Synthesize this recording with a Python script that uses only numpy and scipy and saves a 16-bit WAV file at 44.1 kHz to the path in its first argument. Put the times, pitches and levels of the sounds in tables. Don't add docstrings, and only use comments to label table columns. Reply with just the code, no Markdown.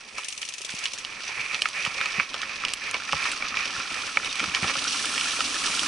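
import sys
import numpy as np
from scipy import signal
from scipy.fft import rfft, irfft
from scipy.io import wavfile
from scipy.ndimage import uniform_filter1d, minimum_filter1d

SR = 44100
rng = np.random.default_rng(int(sys.argv[2]) if len(sys.argv) > 2 else 0)


def wav_record(signal):
    frames = np.transpose(np.atleast_2d(signal))
    bounded = np.clip(frames, -1, 1)
    quanta = np.round(bounded * 32767).astype(np.int16)
    wavfile.write(sys.argv[1], SR, quanta)


N = 259114
TIME = np.arange(N) / SR


def from_db(db):
    return 10 ** (np.asarray(db) / 20)


def rms_one(x):
    return x / np.sqrt(np.mean(x ** 2) + 1e-20)


def each_rms_one(blows):
    return blows / np.std(blows, axis=1, keepdims=True)


def coloured(x, spectrum, size=4096):
    hz, db = np.transpose(spectrum)
    grid_hz = np.maximum(np.fft.rfftfreq(size, 1 / SR), 1)
    gain = from_db(np.interp(np.log(grid_hz), np.log(hz), db))
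    cepstrum = irfft(np.log(gain))
    causal_fold = 1 + np.sign(size // 2 - np.arange(size)) - (np.arange(size) == 0)
    response = irfft(np.exp(rfft(cepstrum * causal_fold)))
    return signal.fftconvolve(x, response[None], axes=-1)[:, :x.shape[-1]]


def resonate(x, modes):
    out = 0
    for k, (hz, width_hz, db) in enumerate(modes):
        r = np.exp(-np.pi * width_hz / SR)
        poles = [1, -2 * r * np.cos(2 * np.pi * hz / SR), r * r]
        out = out + (-1) ** k * from_db(db) * (1 - r * r) / 2 * signal.lfilter([1, 0, -1], poles, x)
    return out


def band_pass(blows, centre_hz, width_octaves):
    return np.array([signal.lfilter(*signal.iirpeak(hz, 1.4 / width_octaves, fs=SR), blow)
                     for blow, hz in zip(blows, centre_hz)])


def stereo(pair, side_db, pan_db):
    sides = np.array([[1], [-1]])
    return (pair[0] + from_db(side_db) * sides * pair[1]) * from_db(sides * pan_db / 2)


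def crushes(per_s, t60, spread_db):
    sizes = from_db(spread_db * np.clip(rng.standard_normal(N), -2, 2)) ** 2
    onsets = sizes * (rng.random(N) < per_s / SR)
    decay = from_db(-120 / (t60 * SR))
    power = signal.lfilter([1], [1, -decay], onsets + 1e-18)
    return power / power.mean()


def fractures(per_s, spread_db, bed_db, power):
    sizes = from_db(spread_db * np.minimum(rng.exponential(1, (2, N)), 2.3))
    polarity = rng.choice([-1, 1], (2, N))
    breaks = rms_one(sizes * polarity * (rng.random((2, N)) < per_s / SR))
    return np.sqrt(power) * (breaks + from_db(bed_db) * rng.standard_normal((2, N)))


def taps(per_s):
    return (rng.random(N) < per_s / SR) * rng.uniform(0.58, 1, N) * rng.choice([-1, 1], N)


def contacts(count, t60, tail_db, tail_t60, size=2048):
    age = np.arange(size) / SR
    envelope = from_db(-60 * age / t60) + from_db(tail_db - 60 * age / tail_t60)
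    return rng.standard_normal((count, size)) * envelope


def placed(blows, start_s, peak_db):
    out = np.zeros(N + blows.shape[1])
    for blow, s, db in zip(blows, start_s, peak_db):
        at = int(np.clip(s * SR, 0, N))
        out[at:at + len(blow)] += from_db(db) * blow / np.abs(blow).max()
    return out[:N]


def riding():
    # time_s, level_db
    speed = [(0, -10.5), (.55, -10.5), (1.15, -5), (1.4, -7), (2.2, -3.5), (2.3, -4), (2.45, -4),
             (2.9, -3.5), (3.02, -2), (3.25, -1), (3.8, 0), (4.12, -2), (4.7, 1.5), (5.5, 1), (5.88, 3)]
    # time_s, level_db
    high_hiss = [(0, 0), (.3, 6.5), (.95, 3.5), (1.15, 1), (1.6, 3.5), (2.3, 0.5), (2.55, 0), (3.0, 0),
                 (3.3, 3.5), (3.5, -1), (4.05, 3.5), (4.5, 2), (5.0, 6.5), (5.88, 6.5)]
    # peak_s, gain_db, swell_s, release_s
    surges = [(.19, 6.5, 0.056, 0.062), (.43, 4.5, 0.024, 0.022), (.73, 5.5, 0.063, .07),
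              (.84, 7.5, .08, 0.052), (1.13, 2, 0.059, 0.11), (1.3, 8.5, .08, .07),
              (1.41, 10.5, 0.12, 0.12), (1.54, 9, 0.1, 0.072), (1.65, 8.5, 0.036, 0.033),
              (1.78, 10.5, 0.053, 0.18), (1.86, 4.5, 0.067, 0.065), (2.02, 9.5, .09, 0.16),
              (2.17, 9.5, 0.045, 0.082), (2.42, 3.5, .08, 0.09), (2.52, 6, 0.07, 0.066),
              (2.64, 5.5, 0.086, 0.11), (2.87, 7.5, 0.073, 0.052), (2.95, 7.5, 0.024, .03),
              (3.26, 8, 0.15, 0.08), (3.45, 3.5, 0.021, 0.049), (3.6, 7, 0.063, 0.1),
              (3.97, 3, 0.085, 0.15), (4.26, 4.5, 0.037, 0.031), (4.4, 4.5, .05, 0.1),
              (4.56, 7.5, 0.031, 0.035), (4.68, 5, .07, 0.045), (5.2, 2, 0.045, 0.19),
              (5.72, 2, 0.11, 0.025)]
    surge_db = np.zeros(N)
    for peak_s, gain_db, swell_s, release_s in surges:
        from_peak = np.maximum((peak_s - TIME) / swell_s, (TIME - peak_s) / release_s)
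        surge_db = np.maximum(surge_db, gain_db * (1 - from_peak ** 2))
    speed_db = np.interp(TIME, *np.transpose(speed))
    hiss_db = np.interp(TIME, *np.transpose(high_hiss))
    return np.array([speed_db, surge_db, hiss_db])


def level_of(law, ride):
    return law[0] + np.dot(law[1:], ride)


def tyres(ride):
    # base_db, speed_share, surge_share, hiss_share
    scrub_law = (-39, 0.91, 1.25, -0.16)
    grit_law = (-40.5, 1.46, 0.86, -0.03)
    hiss_law = (-37.5, 1.29, 0.4633, 0.8751)
    spray_law = (-50.5, 1.0, 0.4, 2.0647)
    # pitch_hz, width_hz, gain_db
    tread_modes = [(1840, 320, -7), (2299, 153, -1), (2550, 200, -2.5)]
    grit_modes = [(778, 33, -7.5), (1083, 150, -4.5), (1320, 136, 1), (1734, 305, -2.5),
                  (2700, 1850, -15.5)]
    # frequency_hz, gain_db
    tread_eq = [(500, -7), (1400, -3), (2500, 3), (3000, -1), (4000, -28), (9000, -23)]
    grit_eq = [(200, -18), (700, 2), (1000, 8.5), (2000, 0), (3200, 9.5), (7000, -13.5)]
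    hiss_eq = [(900, -20.5), (2000, -12), (2800, 5.5), (3300, 3.5), (4000, 2), (4800, 3), (5400, 1.5),
               (5800, 4.5), (6400, -4), (7200, -15), (11000, -35.5)]
    spray_eq = [(4000, -9), (6400, 8), (7400, 3), (8100, 8.5), (8700, 5.5), (9100, 4.5), (9700, 4),
                (11000, -3)]
    pebbles = crushes(per_s=120, t60=0.056, spread_db=-1)
    crumples = crushes(per_s=130, t60=0.055, spread_db=4.5)
    slips = fractures(per_s=2500, spread_db=2, bed_db=-4, power=1 + from_db(-4.5) * pebbles)
    stones = fractures(per_s=900, spread_db=1.5, bed_db=4, power=1 + from_db(-1.5) * pebbles)
    hiss_db = level_of(hiss_law, ride)
    clumps = from_db(-0.6 * (hiss_db - hiss_db.mean())) * crumples
    snaps = fractures(per_s=1600, spread_db=10.5, bed_db=2.5, power=1 + clumps)
    fine_snaps = fractures(per_s=1400, spread_db=9.5, bed_db=1, power=1 + from_db(-10) * clumps)
    scrub = from_db(level_of(scrub_law, ride)) * rms_one(coloured(resonate(slips, tread_modes), tread_eq))
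    grit = from_db(level_of(grit_law, ride)) * rms_one(coloured(resonate(stones, grit_modes), grit_eq))
    hiss = from_db(hiss_db) * rms_one(coloured(snaps, hiss_eq))
    spray = from_db(level_of(spray_law, ride)) * rms_one(coloured(fine_snaps, spray_eq))
    return (stereo(scrub, side_db=-9.5, pan_db=-6.5) + stereo(grit, side_db=-14.5, pan_db=-0.5)
            + stereo(hiss, side_db=-9, pan_db=-3) + stereo(spray, side_db=-5, pan_db=-0.5))


def frame_rumble(ride):
    # base_db, speed_share, surge_share, hiss_share
    rumble_law = (-53.5, 1.07, 0.47, -0.67)
    hum_law = (-53.5, 2, -0.07, 0.4)
    earth_law = (-49, 1.0, 0.6541, -0.13)
    # frequency_hz, gain_db
    rumble_eq = [(20, -0.5), (35, -3), (60, -2), (100, 0.5), (155, -3), (220, 2), (330, -9), (600, -35.5)]
    earth_eq = [(200, -17), (330, -7), (420, -1), (490, -3.5), (541, 1), (600, -2.5), (720, -3),
                (1000, -1.5), (2000, -35.5)]
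    # pitch_hz, width_hz, gain_db
    hum_modes = [(133, 46, -10.5), (274.6, 54, 5)]
    shaking = rng.standard_normal((3, 2, N))
    shaking *= np.sqrt(1 + from_db(2.5) * crushes(per_s=36, t60=0.23, spread_db=0))
    rumble = from_db(level_of(rumble_law, ride)) * rms_one(coloured(shaking[0], rumble_eq))
    hum = from_db(level_of(hum_law, ride)) * rms_one(resonate(shaking[1], hum_modes))
    earth = from_db(level_of(earth_law, ride)) * rms_one(coloured(shaking[2], earth_eq))
    return (stereo(rumble, side_db=-12, pan_db=-1) + stereo(hum, side_db=-23, pan_db=1.5)
            + stereo(earth, side_db=-5, pan_db=-0.5))


def rattles(speed_db):
    # pitch_hz, width_hz, gain_db
    part_modes = [(1210, 56, 0.5), (1310, 68, 3), (1385, 86, 4), (1755, 66, 2.5)]
    shaking = from_db(1.3 * (speed_db - speed_db.max()))
    touches = shaking * taps(per_s=45 * shaking)
    part = rng.integers(0, len(part_modes), N)
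    rings = sum(resonate(touches * (part == k), [mode]) for k, mode in enumerate(part_modes))
    return from_db(-44) * rms_one(rings)


def stone_flicks(speed_db, surge_db):
    # pitch_hz, width_hz, gain_db
    flick_modes = [(1260, 130, 4.5), (2300, 130, 14.5), (2680, 220, 15.5), (4240, 230, -3),
                   (5800, 600, -18.5)]
    force = from_db(0.62 * speed_db + 0.4 * surge_db)
    hits = force * taps(per_s=16 * force)
    pair = [rms_one(sum(resonate(hits * rng.uniform(0, 1, N), [mode]) for mode in flick_modes))
            for _ in range(2)]
    return from_db(-48) * stereo(pair, side_db=-6, pan_db=-1)


def freewheel():
    # start_s, level_db
    ticks = [(0.181, -23.5), (0.207, -32), (0.2452, -21.5), (0.2837, -19.5), (0.325, -23), (0.377, -23),
             (0.4163, -20), (0.4509, -24.5), (0.488, -21.5), (0.5382, -24), (0.5818, -25), (0.6162, -24),
             (0.6475, -20.5), (0.7035, -23.5), (0.7492, -23), (0.788, -24.5), (0.839, -18), (0.9344, -21.5),
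             (0.9854, -23)]
    # frequency_hz, gain_db
    pawl_eq = [(500, -19), (1600, -19), (2500, 2.5), (3600, -3.5), (4600, -5), (5900, 1), (7400, -7),
               (8300, -9), (8750, -6), (9100, -10.5), (11000, -13.5)]
    start_s, level_db = np.transpose(ticks)
    snaps = [contacts(len(ticks), t60=0.05, tail_db=-16, tail_t60=0.12, size=4096) for _ in range(2)]
    pair = [placed(coloured(snap, pawl_eq), start_s, level_db) for snap in snaps]
    return stereo(pair, side_db=-5, pan_db=4)


def bumps():
    # start_s, level_db, t60_s, pitch_hz
    hits = [(.182, -39, .04, 500), (0.605, -41, 0.047, 400), (0.647, -38.5, 0.029, 452),
            (0.739, -30.5, 0.025, 205), (1.292, -28.5, 0.12, 910), (1.386, -41, 0.13, 129),
            (1.874, -30, 0.028, 156), (2.183, -27.5, 0.048, 181), (2.343, -32.5, 0.074, 503),
            (2.946, -25, 0.03, 574), (3.129, -27.5, 0.093, 131), (3.78, -37, 0.05, 143),
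            (4.413, -31.5, 0.15, 238), (4.43, -28, 0.16, 260), (4.479, -29, 0.056, 164),
            (4.627, -22, 0.035, 175), (4.643, -26.5, 0.1, 182), (4.644, -23, 0.042, 630),
            (4.772, -37, 0.057, 151), (5.39, -26.5, 0.042, 523)]
    # frequency_hz, gain_db
    thud_eq = [(25, -11), (70, 1.5), (150, -5.5), (300, -8), (600, -5.5), (1200, -9), (4000, -80)]
    start_s, level_db, t60_s, pitch_hz = np.transpose(hits)
    shudder = contacts(len(hits), t60=t60_s[:, None], tail_db=-34, tail_t60=0.17, size=8192)
    jolt = from_db(24) * signal.unit_impulse(shudder.shape[1])
    thuds = band_pass(coloured(jolt + shudder, thud_eq), pitch_hz, width_octaves=0.6)
    return placed(thuds, start_s, level_db - 1)


def knocks():
    # start_s, level_db, pitch_hz, hardness_db, rebound_gain
    hits = [(0.1827, -25, 1420, -26.5, 0.56), (0.234, -27, 2670, 0, 0), (.429, -19.5, 2400, -5.5, 0),
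            (0.6924, -23, 1700, -6, 0), (0.8559, -12.5, 3270, 0, 0.6), (1.0484, -19, 3120, -1, 0.1),
            (1.3944, -21.5, 2350, -44, 0.6), (1.5452, -13, 2780, -4, 0.5), (1.6196, -7, 2560, 6, 0.32),
            (1.6559, -11, 2430, -32, 0), (1.687, -16.5, 5320, 18, 0), (1.85, -15, 4970, 9, 0.4),
            (1.8623, -18, 1400, -16, 0.2), (2.004, -20, 2390, -23, 0), (2.012, -11.5, 1720, -16, 0.3),
            (2.0575, -14.5, 2400, -15, 0.4), (2.198, -6, 2130, -26, 0.45), (2.3422, -15.5, 1310, -8, 0.5),
            (2.4166, -17.5, 2800, -1, 0.4), (2.4305, -18.5, 1680, -20, 0.25), (2.637, -21, 1310, -22, .6),
            (2.65, -10.5, 3020, -3, 0.1), (2.6833, -17, 2430, 7, .9), (2.7358, -11.5, 3530, 18.5, 0),
            (2.9116, -18, 5060, 21, 0), (2.9424, -14.5, 2160, -13.5, 0.46), (3.0903, -19.5, 2300, -30, 0.1),
            (3.1243, -11, 2780, 1, 0), (3.1303, -11, 1080, -16, 0.32), (3.2543, -13.5, 2480, -20, .6),
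            (3.3162, -14, 3060, 15, 0.7), (3.4232, -16.5, 1970, -20, 0.2), (3.5412, -21, 2360, -34, 0.1),
            (3.5701, -16.5, 2800, -16, 0.1), (4.1711, -4.5, 2100, -26.5, 0), (4.247, -20, 3620, 12, 0.1),
            (4.3562, -17.5, 2930, 15, 0.4), (4.3951, -14.5, 2390, -16, 1), (4.44, -16, 1860, -13, 0),
            (4.548, -10.5, 2540, -10, 0.24), (4.6302, -17, 2080, -32, 0), (4.6411, -18, 1190, -27, 0),
            (4.6744, -17.5, 1310, 1, 0), (4.696, -16.5, 2160, -17, 0.5), (4.753, -19, 1310, -19, 0),
            (5.056, -13, 5210, 12, 0.2), (5.1781, -14, 2700, -11.5, 0.6), (5.2108, -15, 2500, -4, 0.1),
            (5.4053, -12, 1550, -11, 0), (5.7937, -11.5, 3380, 1, 0)]
    # pitch_hz, width_hz, gain_db
    bike_modes = [(544, 32, 6.5), (832, 65, 0), (984, 52, 2.5), (1274, 170, 3.5), (1848, 86, 0.5),
                  (2296, 150, 2), (2940, 1360, -15), (4300, 430, -12)]
    # frequency_hz, gain_db
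    crack_eq = [(600, -13.5), (2000, 3), (2900, 16.5), (4000, 7.5), (5500, 8), (7000, -2), (11000, -18.5)]
    splinter_eq = [(2000, -8), (5000, 5), (7500, 5), (11000, -1.5)]
    start_s, level_db, pitch_hz, hardness_db, rebound_gain = np.transpose(hits)
    hardness = from_db(hardness_db[:, None])
    rebound_s = start_s + 0.007
    rebound_db = level_db + 20 * np.log10(np.clip(rebound_gain, 1e-6, 1))
    pair = []
    for _ in range(2):
        push = contacts(len(hits), t60=0.011, tail_db=-28, tail_t60=0.04)
        snap = contacts(len(hits), t60=0.012, tail_db=-17, tail_t60=0.045)
        first_touch = 1.63 * signal.unit_impulse(push.shape[1])
        ring = band_pass(resonate(push + 2 * first_touch, bike_modes), pitch_hz, width_octaves=0.52)
        body = each_rms_one(band_pass(ring, pitch_hz, width_octaves=3.7))
        crack = each_rms_one(coloured(snap + first_touch, crack_eq))
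        splinter = each_rms_one(coloured(snap + first_touch, splinter_eq))
        blows = body + from_db(10) * hardness * (crack + from_db(-16) * hardness * splinter)
        pair.append(placed(blows, start_s, level_db + 1.5) + placed(blows, rebound_s, rebound_db))
    return stereo(pair, side_db=-16, pan_db=-3.3)


def pings():
    # start_s, level_db, pitch_hz, t60_s
    rings = [(0.286, -25.5, 8780, 0.032), (1.279, -25.5, 5900, 0.03), (2.151, -29, 5600, .015),
             (4.246, -26, 3800, .04), (4.293, -26, 3720, .04), (4.312, -22.5, 3680, 0.024),
             (4.878, -18, 5720, 0.04)]
    start_s, level_db, pitch_hz, t60_s = np.transpose(rings)
    age = np.arange(4096) / SR
    tones = from_db(-60 * age / t60_s[:, None]) * np.sin(2 * np.pi * pitch_hz[:, None] * age)
    return placed(tones, start_s, level_db - 0.4)


def scene():
    ride = riding()
    speed_db, surge_db, _ = ride
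    rolling = tyres(ride) + frame_rumble(ride) + rattles(speed_db) + stone_flicks(speed_db, surge_db)
    return rolling + freewheel() + knocks() + bumps() + pings()


def limited(x, threshold_db, release_db_per_s):
    peak_db = 20 * np.log10(np.abs(x).max(axis=0) + 1e-9)
    excess_db = np.maximum(peak_db - threshold_db, 0)
    recovery_db = release_db_per_s * TIME
    held_db = np.maximum.accumulate(excess_db + recovery_db) - recovery_db
    gain_db = uniform_filter1d(minimum_filter1d(-held_db, size=45), size=45)
    return x * from_db(gain_db)


def record(dry):
    cutoff_hz = 11030
    held = limited(dry, threshold_db=-2.5, release_db_per_s=70)
    return signal.sosfilt(signal.ellip(12, 0.1, 70, cutoff_hz, fs=SR, output="sos"), held)


dry = scene()
out = record(dry)
wav_record(out)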